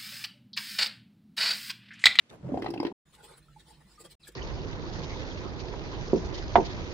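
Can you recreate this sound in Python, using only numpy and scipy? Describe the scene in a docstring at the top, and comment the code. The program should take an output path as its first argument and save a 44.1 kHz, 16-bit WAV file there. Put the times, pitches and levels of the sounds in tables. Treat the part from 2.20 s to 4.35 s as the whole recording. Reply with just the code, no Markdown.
"""Water gurgles down the waste of a basin in a small tiled bathroom: each gulp of air rings a low
pocket and the neck of the pipe and throws spatter, while small bubbles pop over the churning trap.
After a short silence comes a quiet yard by an open drain: shoes scuff on gritty concrete and
drips plop over still air and the low hum of a distant motor. The yard drops out once, briefly."""
import sys
import numpy as np
from scipy import signal
from scipy.fft import rfft, irfft
from scipy.io import wavfile
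from scipy.ndimage import map_coordinates

SR = 44100
rng = np.random.default_rng(int(sys.argv[2]) if len(sys.argv) > 2 else 0)


def output_pcm(signal):
    """Save a mono or channel-first signal as 16-bit PCM at the path in sys.argv[1].

    Samples are clipped to [-1, 1] before scaling.
    """
    pcm = np.clip(np.atleast_2d(signal).T, -1, 1) * 32767
    wavfile.write(sys.argv[1], SR, np.round(pcm).astype(np.int16))


N = 94815
T = np.arange(N) / SR
FREQS = np.maximum(np.fft.rfftfreq(N, 1 / SR), 1)
DROPLETS_PER_S = 4500

# Air gulps in the waste: (time [s], pocket pitch [Hz], pocket level [dB], neck pitch [Hz],
# neck level [dB], relative spatter level [dB], relative spray level [dB])
GULPS = [(0.228, 153, -41.5, 500, -67, -62, -82), (0.243, 144.4, -33.5, 530, -42, -62.5, -72.5),
         (0.266, 134.3, -34, 880, -50, -68, -71), (0.289, 319, -32, 590, -34.5, -55.5, -76.5),
         (0.3176, 249, -27, 667, -36.5, -52.5, -77.5), (0.333, 261, -26.5, 500, -46, -62.5, -77),
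         (0.341, 476, -25, 680, -27.5, -50.5, -72), (0.351, 265, -35.5, 780, -38, -67.5, -70),
         (0.373, 346, -27, 698, -25.5, -43.5, -61), (0.395, 327, -32.5, 662, -42, -58, -62.5),
         (0.421, 326, -26, 1130, -40.5, -33.5, -54), (0.443, 542, -31.5, 834, -32, -39, -58.5),
         (0.461, 417, -32, 799, -24, -31, -62), (0.482, 323, -35.5, 812, -43, -44, -61.5),
         (0.488, 338.4, -25.5, 690, -46, -63.5, -75.5), (0.503, 345.5, -30.5, 796, -41.5, -50, -49.5),
         (0.538, 332, -30.5, 800, -31, -35.5, -54.5), (0.560, 331, -32.5, 806, -34, -55, -72),
         (0.576, 309, -31, 885, -49, -43.5, -66.5), (0.6, 344, -19.5, 865, -26, -37, -54.5),
         (0.629, 459, -28.5, 847, -30.5, -37, -54.5), (0.649, 345, -18, 873, -30.5, -32, -61.5),
         (0.667, 317, -33, 900, -45.5, -33.5, -58), (0.684, 402, -39.5, 786, -48.5, -63.5, -88.5),
         (0.716, 266.5, -39, 880, -39, -72, -74)]
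# Stereo image of each space: (frequency [Hz], left-right likeness [1 = mono])
BATHROOM_IMAGE = [(60, 1), (330, 0.72), (750, 0.39), (1500, 0.029), (4400, 0.061), (15000, -1.1)]
YARD_IMAGE = [(60, 0.94), (200, 0.89), (700, 0.43), (2400, 0.68), (4400, 0.19), (8000, 0.52),
              (14000, -0.27)]


def from_db(db):
    """Decibels to gain."""
    return 10 ** (np.asarray(db) / 20)


def rms_one(x):
    """Scale to unit power."""
    return x / np.sqrt(np.mean(x ** 2) + 1e-20)


def at_hz(points):
    """Read a curve on a log-frequency axis."""
    hz, value = np.transpose(points)
    return np.interp(np.log(FREQS), np.log(hz), value)


def panned(x, pan_db):
    """Place a sound; positive is left."""
    return x * from_db(np.array([[pan_db], [-pan_db]]) / 2)


def from_left(x, lag_s=0.00012):
    """Sound from the left reaches the right microphone a little later."""
    return np.array([x[0], irfft(rfft(x[1]) * np.exp(-2j * np.pi * FREQS * lag_s), N)])


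def white():
    """Two unrelated noises."""
    return rng.standard_normal((2, N))


def flutter(width_hz):
    """Two unrelated random wobbles, mostly slower than width_hz."""
    return rms_one(irfft(rfft(white()) * np.exp(-(FREQS / width_hz) ** 2), N))


def grains(per_s):
    """Two trains of random clicks of uneven size, unit power."""
    return rms_one(white() * (rng.random(N) < per_s / SR))


def causal(gain):
    """The filter with these gains that rings only after its input."""
    cepstrum = irfft(np.log(gain + 1e-9), N)
    lag = np.arange(N)
    return np.exp(rfft(cepstrum * (1 + np.sign(lag)) * (lag < N // 2)))


def colour(pair, spectrum, image):
    """Give two unrelated signals a spectrum and a stereo width, keeping their power."""
    mid, side = rfft(pair) * causal(rms_one(from_db(at_hz(spectrum))))
    alike = np.clip(at_hz(image), -.99, .99)
    return irfft(np.sqrt((1 + alike) / 2) * mid + np.sqrt((1 - alike) / 2) * side * [[1], [-1]], N)


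def narrow_noise(hz, width_hz):
    """A wavering band of noise round a steady or moving pitch."""
    a, b = flutter(width_hz)
    phase = 2 * np.pi * np.cumsum(hz * np.ones(N)) / SR
    return a * np.cos(phase) + b * np.sin(phase)


def patchy(x, depth_db, patch_s=.035, patch_hz=222.6, full_depth_hz=1190):
    """Short-lived bright spots come and go at random pitches."""
    hz, s, bins = signal.stft(x, SR, nperseg=512)
    grid = np.meshgrid(hz / patch_hz, s / patch_s, indexing="ij")
    spots = map_coordinates(rng.standard_normal(size=(256, 256)), grid, order=2, mode="wrap")
    gain = rms_one(from_db(depth_db * spots * np.minimum(hz / full_depth_hz, 1)[:, None]))
    return signal.istft(bins * gain, SR, nperseg=512)[1][:, :N]


def strike(s, attack, t60):
    """A quick swell and an exponential decay, height 1."""
    age = np.maximum(T - s, 0)
    shape = (1 - np.exp(-(age / attack) ** 2)) * from_db(-60 * np.minimum(age / t60, 2))
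    return shape / (shape.max() + 1e-12)


def swell(s, half):
    """A bell-shaped stroke, height 1."""
    return np.exp(-np.minimum(((T - s) / half) ** 2 / 2, 20))


def gate(start, end, fade_in_s=.01, fade_out_s=0.0012):
    """Open between two moments, with short fades."""
    return np.clip((T - start) / fade_in_s, 0, 1) * np.clip((end - T) / fade_out_s, 0, 1)


def bubble(s, hz, db, attack, t60, rise_per_s, squeeze=0):
    """A ringing air pocket: its pitch rises as it nears the surface and wobbles when it is squeezed."""
    age = np.clip(T - s, 0, 2 * t60)
    pitch = hz * (1 + rise_per_s * age + 0.053 * squeeze) * (T > s)
    return from_db(db + squeeze) * strike(s, attack, t60) * np.sin(2 * np.pi * np.cumsum(pitch) / SR)


def reverb(x, spectrum, image, t60):
    """Dense reflections that die away, as strong as the sound itself."""
    decay = strike(0.0011, 0.00099, t60)
    response = colour(white(), spectrum, image) * decay / np.sqrt(np.sum(decay ** 2))
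    return signal.fftconvolve(x.mean(axis=0)[None], response[:, :SR // 2], axes=1)[:, :N]


def room_tone():
    """The faint rumble and hiss of the bathroom."""
    # Room tone colour: (frequency [Hz], relative level [dB])
    tone = [(18, -46), (30, -27), (260, -9), (328, -22), (953, -17.5), (1270, -16), (1480, -16.5),
            (2700, -16.5), (15000, -36)]
    return from_db(-68) * colour(white(), tone, BATHROOM_IMAGE)


def yard_air():
    """Still outdoor air: a low rumble under a flickering hiss."""
    # Colour of the outdoor hiss as heard through the microphone, with a narrow notch at 12.5 kHz:
    # (frequency [Hz], relative level [dB])
    tone = [(18, -28.5), (30, -7.5), (180, -9), (288, -17.5), (928, -24), (2990, -27), (3230, -27.5),
            (4090, -28), (5880, -34.5), (8470, -34), (10700, -33.5), (12500, -56), (15000, -33.5)]
    return from_db(-63) * patchy(colour(white(), tone, YARD_IMAGE), depth_db=5.0)


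def motor_hum():
    """A distant motor drones in three wavering bands, off to the right."""
    # Hum bands: (pitch [Hz], relative level [dB], width [Hz])
    bands = [(54, -69.5, 11), (149.8, -68, 15.3), (330, -81, 19)]
    # Slow drift of the hum: (time [s], gain [dB])
    drift = [(.85, -3), (1.15, 1), (1.3, 4), (1.5, 5), (1.62, 2.5), (2.15, 4)]
    hum = sum(from_db(db) * narrow_noise(hz, width) for hz, db, width in bands)
    return panned(hum * from_db(np.interp(T, *np.transpose(drift))), pan_db=-4.0)


def drips():
    """Drips plop in the open drain, each ringing as a bubble."""
    # Plops: (time [s], pitch [Hz], level [dB], ring time to -60 dB [s])
    plops = [(1.134, 4050, -56, 0.092), (1.223, 4100, -64, .05), (1.282, 1322, -55, 0.041),
             (1.36, 854, -48.5, 0.036), (1.502, 847, -52, 0.043), (1.548, 4300, -63, .04),
             (1.647, 191, -57, 0.11), (1.755, 5540, -61, .03), (1.775, 1211, -53.5, 0.12),
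             (1.85, 1164, -55, 0.1), (1.849, 3243, -50.5, 0.027), (2.069, 1670, -48.5, 0.03)]
    return sum(bubble(s, hz, db, attack=0.0052, t60=t60, rise_per_s=0.28) for s, hz, db, t60 in plops)


def shoe_scuffs(swish_s=2.040, swish_hz=3750, fall_octaves_per_s=26.8):
    """Shoes crunch grit, rub, scrape and knock dully; a falling swish leads into the last scuffs."""
    # Strokes on concrete: (time [s], half length [s], grit [dB], rub [dB], scrape [dB], knock [dB])
    strokes = [(0.95, 0.012, -59, -59.5, -63.5, -77), (0.999, 0.017, -68, -67.5, -55.5, -65),
               (1.049, 0.014, -53.5, -57.5, -53.5, -63), (1.11, 0.03, -61.5, -62, -52.5, -77),
               (1.18, .011, -58.5, -65, -67.5, -80), (1.404, 0.013, -65, -62.5, -65, -85),
               (1.5, 0.023, -62, -61.5, -61, -70), (1.544, 0.022, -85, -63.5, -88, -80),
               (1.615, 0.0072, -72, -83, -63.5, -81), (1.728, 0.034, -68, -65, -84, -78),
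               (1.811, 0.012, -53, -59, -58, -59), (1.855, 0.01, -54.5, -56.5, -54.5, -51),
               (1.918, 0.01, -53, -55, -81, -66.5), (2.064, 0.019, -62.5, -60, -87, -80),
               (2.082, 0.0065, -45.5, -56, -59, -67.5), (2.091, 0.0024, -62, -51, -63, -49),
               (2.122, 0.0026, -63, -79, -87, -82)]
    # Colours of the four layers as heard through the microphone, notched at 6.3 and 12.5 kHz:
    # (frequency [Hz], relative level [dB])
    grit = [(3000, -10), (6300, -12), (7500, 0), (8600, 0), (9600, -5), (11200, -4.5), (12500, -39),
            (13600, -8.5), (15300, -8)]
    rub = [(900, -24.5), (1800, -0.5), (2600, -7.5), (3300, 2.5), (4600, 2.5), (5400, -3), (6400, -14.5),
           (12000, -34)]
    scrape = [(200, -22.5), (480, 0), (650, -6), (850, 6), (1050, -6), (1300, -4.5), (2200, -14.5),
              (5000, -30), (12000, -47)]
    knock = [(80, -18), (250, -12), (380, -4.5), (490, 0), (650, -18), (2000, -26), (8000, -64)]
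    scuffs = 0
    for k, tone in enumerate((grit, rub, scrape, knock)):
        power = sum((from_db(levels[k]) * swell(s, half)) ** 2 for s, half, *levels in strokes)
        scuffs += colour(grains(per_s=9000) * np.sqrt(power), tone, YARD_IMAGE)
    glide_hz = swish_hz * 2 ** np.clip(fall_octaves_per_s * (swish_s - T), -2, .4)
    swish = from_db(-64) * swell(swish_s, half=0.022) * narrow_noise(glide_hz, width_hz=350)
    return patchy(scuffs + swish, depth_db=5.5)


def running_water(first_slurp_hz=3370, last_slurp_hz=606):
    """A few slurps, each lower than the last, then the churn in the trap."""
    # Flow through the trap: (time [s], level [dB])
    flow = [(0, -68.5), (.09, -68), (.11, -51.5), (.145, -52), (.17, -55), (.22, -53.5), (.26, -42.5),
            (.34, -38.5), (.5, -42.5), (.66, -48), (.72, -51)]
    # Flow colour: (frequency [Hz], relative level [dB])
    tone = [(30, -12), (70, -2), (140, 4), (250, 2), (500, -5), (900, -12.5), (1600, -24.5), (4500, -45.5),
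            (7000, -40.5), (15000, -61.5)]
    # Slurps as the flow starts: (time [s], half length [s], level [dB])
    slurps = [(.102, 0.0036, -51), (0.112, 0.0032, -52.5), (0.135, 0.02, -51)]
    water = colour(grains(DROPLETS_PER_S), tone, BATHROOM_IMAGE)
    water *= from_db(np.interp(T, *np.transpose(flow)))
    for (s, half, db), hz in zip(slurps, np.geomspace(first_slurp_hz, last_slurp_hz, len(slurps))):
        band = [(hz / 8, -20), (hz / 2, -3), (hz, 0), (hz * 2, -10), (hz * 8, -28)]
        water += from_db(db) * swell(s, half) * colour(grains(DROPLETS_PER_S), band, BATHROOM_IMAGE)
    return patchy(water, depth_db=3.0)


def bubble_pops(ring_cycles=32):
    """Small bubbles burst with a clear ring, off to the left."""
    # Bursting bubbles: (time [s], pitch [Hz], level [dB])
    pops = [(0.391, 7040, -58.5), (0.423, 1910, -37.5), (0.444, 2050, -55), (0.462, 1954, -34.5),
            (0.462, 1180, -35.5), (0.465, 4030, -37.5), (0.483, 2645, -43.5), (0.506, 5200, -52.5),
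            (0.540, 3120, -47.5), (0.576, 2610, -35.5), (0.602, 4900, -32.5), (0.602, 2122, -40),
            (0.651, 3130, -41.5), (0.668, 3840, -39)]
    rings = sum(bubble(s, hz, db, attack=0.0011, t60=ring_cycles / hz, rise_per_s=6)
                for s, hz, db in pops)
    return panned(rings, pan_db=5.5)


def spatter(lead_s=0.0026):
    """Just before it rings, each gulp throws droplets inside the pipe and a fine spray out of it."""
    # Colours of the pipe and of the spray: (frequency [Hz], relative level [dB])
    pipe_tone = [(300, -15.5), (700, 9), (1150, -13.5), (1400, 3), (1950, 4), (2400, 0.5), (2650, 6),
                 (2900, -2), (3180, 6.5), (3550, -7), (3850, -1.5), (4400, -3.5), (4950, -5.5),
                 (5900, -17.5), (9000, -43.5), (14000, -39.5)]
    spray_tone = [(2000, -18.5), (5200, 16.5), (6500, -7), (9500, 1.5), (12500, -5), (15000, -5.5)]
    # Stereo image of the droplets: (frequency [Hz], left-right likeness [1 = mono])
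    image = [(500, 1), (8000, 0.28)]
    pipe_envelope, spray_envelope = 0, 0
    for s, *_, spatter_db, spray_db in GULPS:
        burst = strike(s - lead_s, attack=0.0047, t60=0.041)
        pipe_envelope += from_db(spatter_db - 7) * burst
        spray_envelope += from_db(spray_db + 0.5) * burst
    in_pipe = colour(grains(DROPLETS_PER_S) * pipe_envelope, pipe_tone, image)
    spray = colour(grains(DROPLETS_PER_S) * spray_envelope, spray_tone, image)
    return in_pipe + spray


def gulp_rings(ring_cycles=13.5):
    """Each gulp rings a low air pocket and the neck of the waste; churning water squeezes both."""
    pockets, necks = 0, 0
    churn = flutter(width_hz=130)
    for s, hz, db, neck_hz, neck_db, *_ in GULPS:
        pockets += bubble(s, hz, db, attack=0.94 / hz, t60=ring_cycles / hz,
                          rise_per_s=0.88, squeeze=churn[0])
        necks += bubble(s, neck_hz, neck_db, attack=1.56 / neck_hz, t60=ring_cycles / neck_hz,
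                        rise_per_s=3.6, squeeze=churn[1])
    return panned(pockets, pan_db=-4) + panned(necks, pan_db=4.5)


def gurgle():
    """Gulps, pops and spatter leave the waste and bounce off the tiles."""
    # Colour of the reflections: (frequency [Hz], relative level [dB])
    tiles = [(60, 3), (140, -4.5), (330, 6.5), (800, 3), (3000, -2.5), (15000, 0.5)]
    rings = gulp_rings()
    splashes = bubble_pops() + spatter()
    send = from_db(-8) * rings + from_db(-7) * splashes
    return from_left(rings + splashes) + reverb(send, tiles, BATHROOM_IMAGE, t60=0.17)


def scene():
    """The bathroom, a silence, then the walled yard, which drops out once."""
    bathroom = gurgle() + running_water() + room_tone()
    near = shoe_scuffs() + drips()
    bed = motor_hum() + yard_air()
    walls = from_db(-8.5) * reverb(near, [(1000, -2), (10000, -8)], YARD_IMAGE, t60=0.093)
    yard = near + walls + bed
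    return bathroom * gate(-1, .726) + yard * (gate(.852, 1.954) + gate(1.995, 10))


def record(dry):
    """A steep low-pass cuts the top above 15.6 kHz."""
    return signal.sosfilt(signal.ellip(10, .2, 80, 15600, fs=SR, output="sos"), dry)


dry = scene()
out = record(dry)
output_pcm(out)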